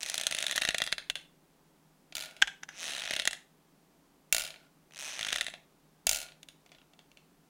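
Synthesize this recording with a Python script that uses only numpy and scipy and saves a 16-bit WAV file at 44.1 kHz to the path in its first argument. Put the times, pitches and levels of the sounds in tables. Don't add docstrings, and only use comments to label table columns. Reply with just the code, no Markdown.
import sys
import numpy as np
from scipy import signal
from scipy.fft import rfft, irfft
from scipy.io import wavfile
from scipy.ndimage import uniform_filter1d

SR = 44100
rng = np.random.default_rng(int(sys.argv[2]) if len(sys.argv) > 2 else 0)


def unload_audio(sound):
    columns = np.transpose(np.atleast_2d(sound))
    steps = np.round(np.clip(columns, -1, 1) * 32767)
    wavfile.write(sys.argv[1], SR, steps.astype(np.int16))


N = 330309
CLICK_SIZE = 8192
ATTACK_SIZE = 220


def amp(db):
    return 10 ** (np.asarray(db) / 20)


def evened(x):
    return x / np.sqrt(np.mean(x ** 2) + 1e-20)


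def read_curve(points, hz):
    f, value = np.transpose(points)
    return np.interp(np.log(hz + 1), np.log(f + 1), value)


def add(mix, s, sound):
    part = mix[max(round(s * SR), 0):][:len(sound)]
    part += sound[:len(part)]


def coloured(x, points):
    size = x.shape[-1]
    gain_db = read_curve(points, abs(np.fft.fftfreq(size, 1 / SR)))
    response = np.exp(np.conj(signal.hilbert(np.log(amp(gain_db)))))
    return irfft(rfft(x) * response[:size // 2 + 1], size)


def room_tone(waver=.25):
    # [f/Hz, relative level/dB]
    air_colour = [(12, -35.5), (20, -6), (43, -10.5), (113, -21.5), (158, -1.5), (216, -8.5), (285, -4),
                  (357, -10.5), (399, -7), (446, -13), (873, -14.5), (1440, -20.5), (2320, -24),
                  (13900, -30.5), (16000, -30.5)]
    # [f/Hz, level/dB]
    hum_tones = [(156.1, -74.5), (199.2, -84)]
    air_db = -66
    air_gain = amp(read_curve(air_colour, np.fft.rfftfreq(N, 1 / SR)))
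    air = irfft(rfft(rng.standard_normal(N)) * air_gain, N)
    t = np.arange(N) / SR
    knots = np.linspace(0, N / SR, 40)
    hum = np.zeros(N)
    for hz, db in hum_tones:
        wander = waver * np.interp(t, knots, rng.standard_normal(len(knots)))
        hum += amp(db) * np.sqrt(2) * np.sin(2 * np.pi * hz * t + wander)
    return amp(air_db) * evened(air) + hum


def room(x):
    # [f/Hz, t60/s]
    room_t60 = [(300, .35), (1500, .31), (4000, .27), (9000, .27), (15000, .22)]
    reflections_per_s = 6000
    hits = rng.random(SR) < reflections_per_s / SR
    taps = rng.choice([-1., 1.], SR) * hits
    hz, t, bands = signal.stft(taps, SR, nperseg=256)
    fade = amp(-60 * t / read_curve(room_t60, hz)[:, None])
    tail = signal.istft(bands * fade, SR, nperseg=256)[1]
    return signal.fftconvolve(x, tail / np.linalg.norm(tail))[:N]


def slap_echo(x, recovery_db=120, room_db=-6):
    # [level/dB, gain/dB]
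    echo_gain = [(-68, 12), (-54, 6), (-38, 0), (-25, -4.5), (-14, -18)]
    # [f/Hz, gain/dB]
    echo_colour = [(100, -8), (650, -1.5), (1400, -3.5), (3500, -1.5), (7000, -5.5), (10000, -1),
                   (15000, -7)]
    delay_s = .056
    power_db = 10 * np.log10(abs(uniform_filter1d(x ** 2, ATTACK_SIZE)) + 1e-12)
    fall = np.arange(N) * recovery_db / SR
    held_db = np.maximum.accumulate(power_db + fall) - fall
    gain_db = np.interp(held_db, *np.transpose(echo_gain))
    squashed = coloured(x * amp(gain_db), echo_colour)
    out = np.zeros(N)
    add(out, delay_s, squashed + amp(room_db) * room(squashed))
    return out


def slide(rough_db=3, rough_size=130):
    # [t/s, level/dB]
    slide_levels = [
        [(2.15, -55.5), (2.22, -53.5), (2.32, -69), (2.41, -65)],
        [(4.33, -50.5), (4.42, -52.5), (4.5, -68.5), (4.62, -71)],
        [(6.07, -54), (6.16, -50), (6.24, -61.5), (6.34, -86.5)],
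    ]
    # [f/Hz, relative level/dB]
    slide_colour = [(100, -21.5), (450, -14), (650, 5.5), (1000, -10.5), (1250, -9), (1420, 8),
                    (1650, -5.5), (2800, -3.5), (5000, -9.5), (9500, -18), (15000, -24)]
    t = np.arange(N) / SR
    pressure = np.zeros(N)
    for curve in slide_levels:
        pressure += amp(np.interp(t, *np.transpose(curve), left=-200, right=-200))
    grip = amp(rough_db * evened(uniform_filter1d(rng.standard_normal(N), rough_size)))
    return pressure * evened(coloured(grip * rng.standard_normal(N), slide_colour))


def clicks(rows, modes, colour, rise_s, crack_s, rattle_db, rattle_s, scatter_db, detune, alike):
    t = np.arange(CLICK_SIZE) / SR
    alike = np.clip(alike, 0, 1)
    shared = rng.standard_normal(CLICK_SIZE)
    own = rng.standard_normal((len(rows), CLICK_SIZE))
    grain = np.sqrt(alike) * shared + np.sqrt(1 - alike) * own
    rise = 1 - np.exp(-t / rise_s)
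    decay = np.exp(-t / crack_s) + amp(rattle_db) * np.exp(-t / rattle_s)
    sounds = coloured(grain * rise * decay, colour)
    sounds /= np.std(sounds[:, :ATTACK_SIZE], axis=1, keepdims=True)
    for hz, db, t60 in modes:
        strength, grip, phase = rng.standard_normal((len(rows), 3)).T[:, :, None]
        ring = np.sin(2 * np.pi * (hz * (1 + detune * grip) * t + phase))
        sounds += amp(scatter_db * strength) * ring * (rise * amp(db - 60 * t / t60))

    crossover_hz = 4800
    low = signal.butter(2, crossover_hz, "low", fs=SR, output="sos")
    high = signal.butter(2, crossover_hz, "high", fs=SR, output="sos")
    bodies = signal.sosfilt(low, signal.sosfilt(low, sounds))
    trebles = signal.sosfilt(high, signal.sosfilt(high, sounds))
    out = np.zeros(N)
    for (s, body_db, treble_db), body, treble in zip(rows, bodies, trebles):
        body = body / np.std(body[:ATTACK_SIZE])
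        treble = treble / np.std(treble[:ATTACK_SIZE])
        add(out, s, amp(body_db) * (body + amp(treble_db) * treble))
    return out


def creak_slips(curve, jitter, uneven_db):
    s, rate, body_db, treble_db = np.transpose(curve)
    now, rows = s[0], []
    for chance in rng.standard_normal(120):
        now += np.exp(jitter * chance) / np.interp(now, s, rate)
        if now < s[-1]:
            level_db = np.interp(now, s, body_db) + uneven_db * chance
            rows.append((now, level_db, np.interp(now, s, treble_db)))
    return rows


def slip_run(start, length, gap, first_db, treble_db, ratio, db_per_s, treble_db_per_s, uneven_db):
    times = np.append(0, np.cumsum(gap * ratio ** np.arange(24)))
    rows = []
    for t, chance in zip(times, rng.standard_normal(len(times))):
        if t < length:
            level_db = first_db + db_per_s * t + uneven_db * chance
            rows.append((start + t, level_db, treble_db + treble_db_per_s * t))
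    return rows


def creak():
    # [t/s, slips per second, body level/dB, treble over body/dB]
    creak_curves = [
        [(0, 158, -48, 2.5), (.2, 131, -48, -14), (.4, 90, -50, -4), (.7, 53, -52, 5)],
        [(2.71, 262, -65, -15), (2.76, 239, -56, -6), (2.8, 187, -46.5, -1.5), (2.86, 124, -47, 1),
         (2.95, 110, -47.5, -11), (3.17, 80, -42, -3)],
        [(4.89, 63, -62, -19), (4.94, 90, -55, -3.5), (5.0, 145, -46.5, 2), (5.08, 133, -46, -3.5),
         (5.2, 103, -48.5, -4.5), (5.38, 58, -42, -3)],
    ]
    # [f/Hz, relative level/dB, t60/s]
    creak_modes = [(2543, -8, 0.049), (3880, -11, .025), (5800, -20, .03), (6400, -11, 0.023),
                   (9160, -13.5, 0.028)]
    # [f/Hz, relative level/dB]
    creak_crack = [(80, -19), (400, -12.5), (650, -0.5), (1000, -6.5), (1700, 0), (3500, 1.5), (4800, -4.5),
                   (6100, 6.5), (7500, -5.5), (9300, -6), (11000, -15), (15500, -23)]
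    rows = []
    for curve in creak_curves:
        rows += creak_slips(curve, jitter=.14, uneven_db=.5)
    return clicks(rows, creak_modes, creak_crack, rise_s=.0001, crack_s=.0008, rattle_db=-24,
                  rattle_s=.006, scatter_db=3, detune=.012, alike=.2)


def squeeze():
    # [t/s, body level/dB, treble over body/dB]
    single_slips = [(.0308, -37, 3), (.0614, -42, 3), (.0983, -39.5, 8), (.1423, -34.5, 3), (.1788, -33, 2),
                    (.2122, -36.5, 3), (.2677, -29, 4), (.3242, -32, -14), (.511, -31.5, -1.5),
                    (.5601, -37.5, 7.5), (.5784, -24.5, -8), (.6193, -25.5, -11), (.6505, -26.5, -9),
                    (.6882, -24, -8), (.7463, -26.5, -12), (.7826, -32.5, 1), (.8188, -24, -10),
                    (.8644, -39.5, -1), (.9254, -24, -10), (1.0989, -26.5, -8.5), (3.1972, -28, -8),
                    (3.2536, -37, 2.5), (3.2747, -21.5, -4.5), (5.3275, -26.5, -7), (5.3592, -28.5, -7),
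                    (5.4099, -26.5, -6.5), (5.4438, -46.5, 0), (5.4821, -37, -17)]
    # [start t/s, length/s, first gap/s, first level/dB, first treble over body/dB]
    squeeze_runs = [(0.311, .175, .0372, -34.5, 0.5), (0.3842, .175, 0.027, -37.5, -11.5),
                    (2.829, .175, 0.012, -43, -3), (3.019, .07, .0185, -38, -15),
                    (3.1084, .07, .0275, -30, -8), (5.1922, .11, .0181, -34.5, -7)]
    # [f/Hz, relative level/dB, t60/s]
    loaded_modes = [(36, -33.5, 0.18), (655, -20.5, 0.04), (1420, -14, 0.043), (1800, -12, .018),
                    (2480, -14, .03), (2725, -16.5, 0.11), (3300, -20, 0.056), (3710, -10, 0.036),
                    (4100, -16, 0.055), (4860, -15, .02), (6450, -13.5, 0.026), (7700, -20.5, 0.027),
                    (9780, -21, .025)]
    # [f/Hz, relative level/dB]
    loaded_crack = [(80, -18), (170, -12), (450, -15), (650, -1.5), (1000, -17.5), (1250, -11), (1900, 2.5),
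                    (2300, -4), (3700, 2), (5000, -10), (6500, -6.5), (8500, -12), (10000, -11),
                    (11500, -22), (15500, -27)]
    rows = list(single_slips)
    for run in squeeze_runs:
        rows += slip_run(*run, ratio=1.027, db_per_s=19.5, treble_db_per_s=-11.5, uneven_db=1.0)
    return clicks(rows, loaded_modes, loaded_crack, rise_s=.00015, crack_s=.0015, rattle_db=-19,
                  rattle_s=.0077, scatter_db=2, detune=.008, alike=.08)


def spring_back():
    # [start t/s, length/s, first gap/s, first level/dB, first treble over body/dB]
    release_runs = [(2.1526, .058, .0148, -36, -0.5), (4.3257, .095, .021, -25.5, 4.5),
                    (6.0926, .088, .02, -30, 7.5)]
    # [t/s, body level/dB, treble over body/dB]
    single_ticks = [(2.1236, -46, -17), (2.3094, -52, -10), (4.4488, -41, -7), (4.4853, -47.5, -22),
                    (4.5038, -50.5, -21), (6.0682, -27, 4.5), (6.2304, -48, -23), (6.264, -52.5, -22.5),
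                    (6.4302, -49, -5), (6.6616, -57.5, -13), (6.6917, -62.5, -28), (6.7284, -67, -26),
                    (6.76, -70.5, -29), (6.9348, -59, -17), (7.1158, -58.5, -12.5)]
    # [f/Hz, relative level/dB, t60/s]
    free_modes = [(35.7, -27.5, 0.2), (670, -9.5, .018), (1426, -14, 0.042), (2280, -12.5, 0.046),
                  (2700, -14.5, 0.07), (2820, -15.5, .025), (3510, -13, 0.04), (4640, -15.5, .025),
                  (5850, -12, 0.011), (6753, -14.5, .03), (7250, -12.5, .03), (9320, -13, 0.036),
                  (13570, -15, .035)]
    # [f/Hz, relative level/dB]
    free_crack = [(150, -19), (450, -19.5), (640, -1), (1050, -17.5), (1900, -4), (2900, 1), (4300, -0.5),
                  (5400, -3.5), (7000, 1.5), (8300, -7.5), (9700, -3), (11800, -12), (14500, -7.5),
                  (16000, -13.5)]
    rows = list(single_ticks)
    for run in release_runs:
        rows += slip_run(*run, ratio=.88, db_per_s=-150, treble_db_per_s=-60.5, uneven_db=-1.06)
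    return clicks(rows, free_modes, free_crack, rise_s=.00029, crack_s=.0015, rattle_db=-17,
                  rattle_s=.0093, scatter_db=2.5, detune=.008, alike=.1)


def snap():
    # [t/s, body level/dB, treble over body/dB]
    snap_slips = [(2.4173, -33, -5), (2.4215, -13.5, -14), (2.628, -54, -17), (2.6325, -39, -5)]
    # [f/Hz, relative level/dB, t60/s]
    snap_modes = [(36, -35.5, .15), (835, -0.5, .014), (1494, 1, .026), (1675, 1.5, 0.023),
                  (2000, -10.5, .022), (2760, -10.5, 0.02), (3280, -6, 0.021), (4830, -13, .02),
                  (6900, -14.5, .025)]
    # [f/Hz, relative level/dB]
    snap_crack = [(60, -29), (200, -19.5), (520, -24), (800, -3), (1100, -17), (1600, 4), (2300, -4.5),
                  (3200, -2.5), (4300, -15.5), (6700, -10), (8500, -26), (10500, -29.5), (15000, -42)]
    return clicks(snap_slips, snap_modes, snap_crack, rise_s=.0011, crack_s=.0016, rattle_db=-23,
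                  rattle_s=.009, scatter_db=1, detune=.015, alike=.1)


def glue_gun():
    return creak() + squeeze() + spring_back() + slide() + snap()


def scene(near_room_db=-24):
    gun = glue_gun()
    near = gun + amp(near_room_db) * room(gun)
    return (near + slap_echo(gun) + room_tone())[None]


def record(dry):
    edge_hz = 16000
    low_pass = signal.firwin(301, edge_hz, window=("kaiser", 9), fs=SR)
    return signal.oaconvolve(dry, low_pass[None], "same")


dry = scene()
out = record(dry)
unload_audio(out)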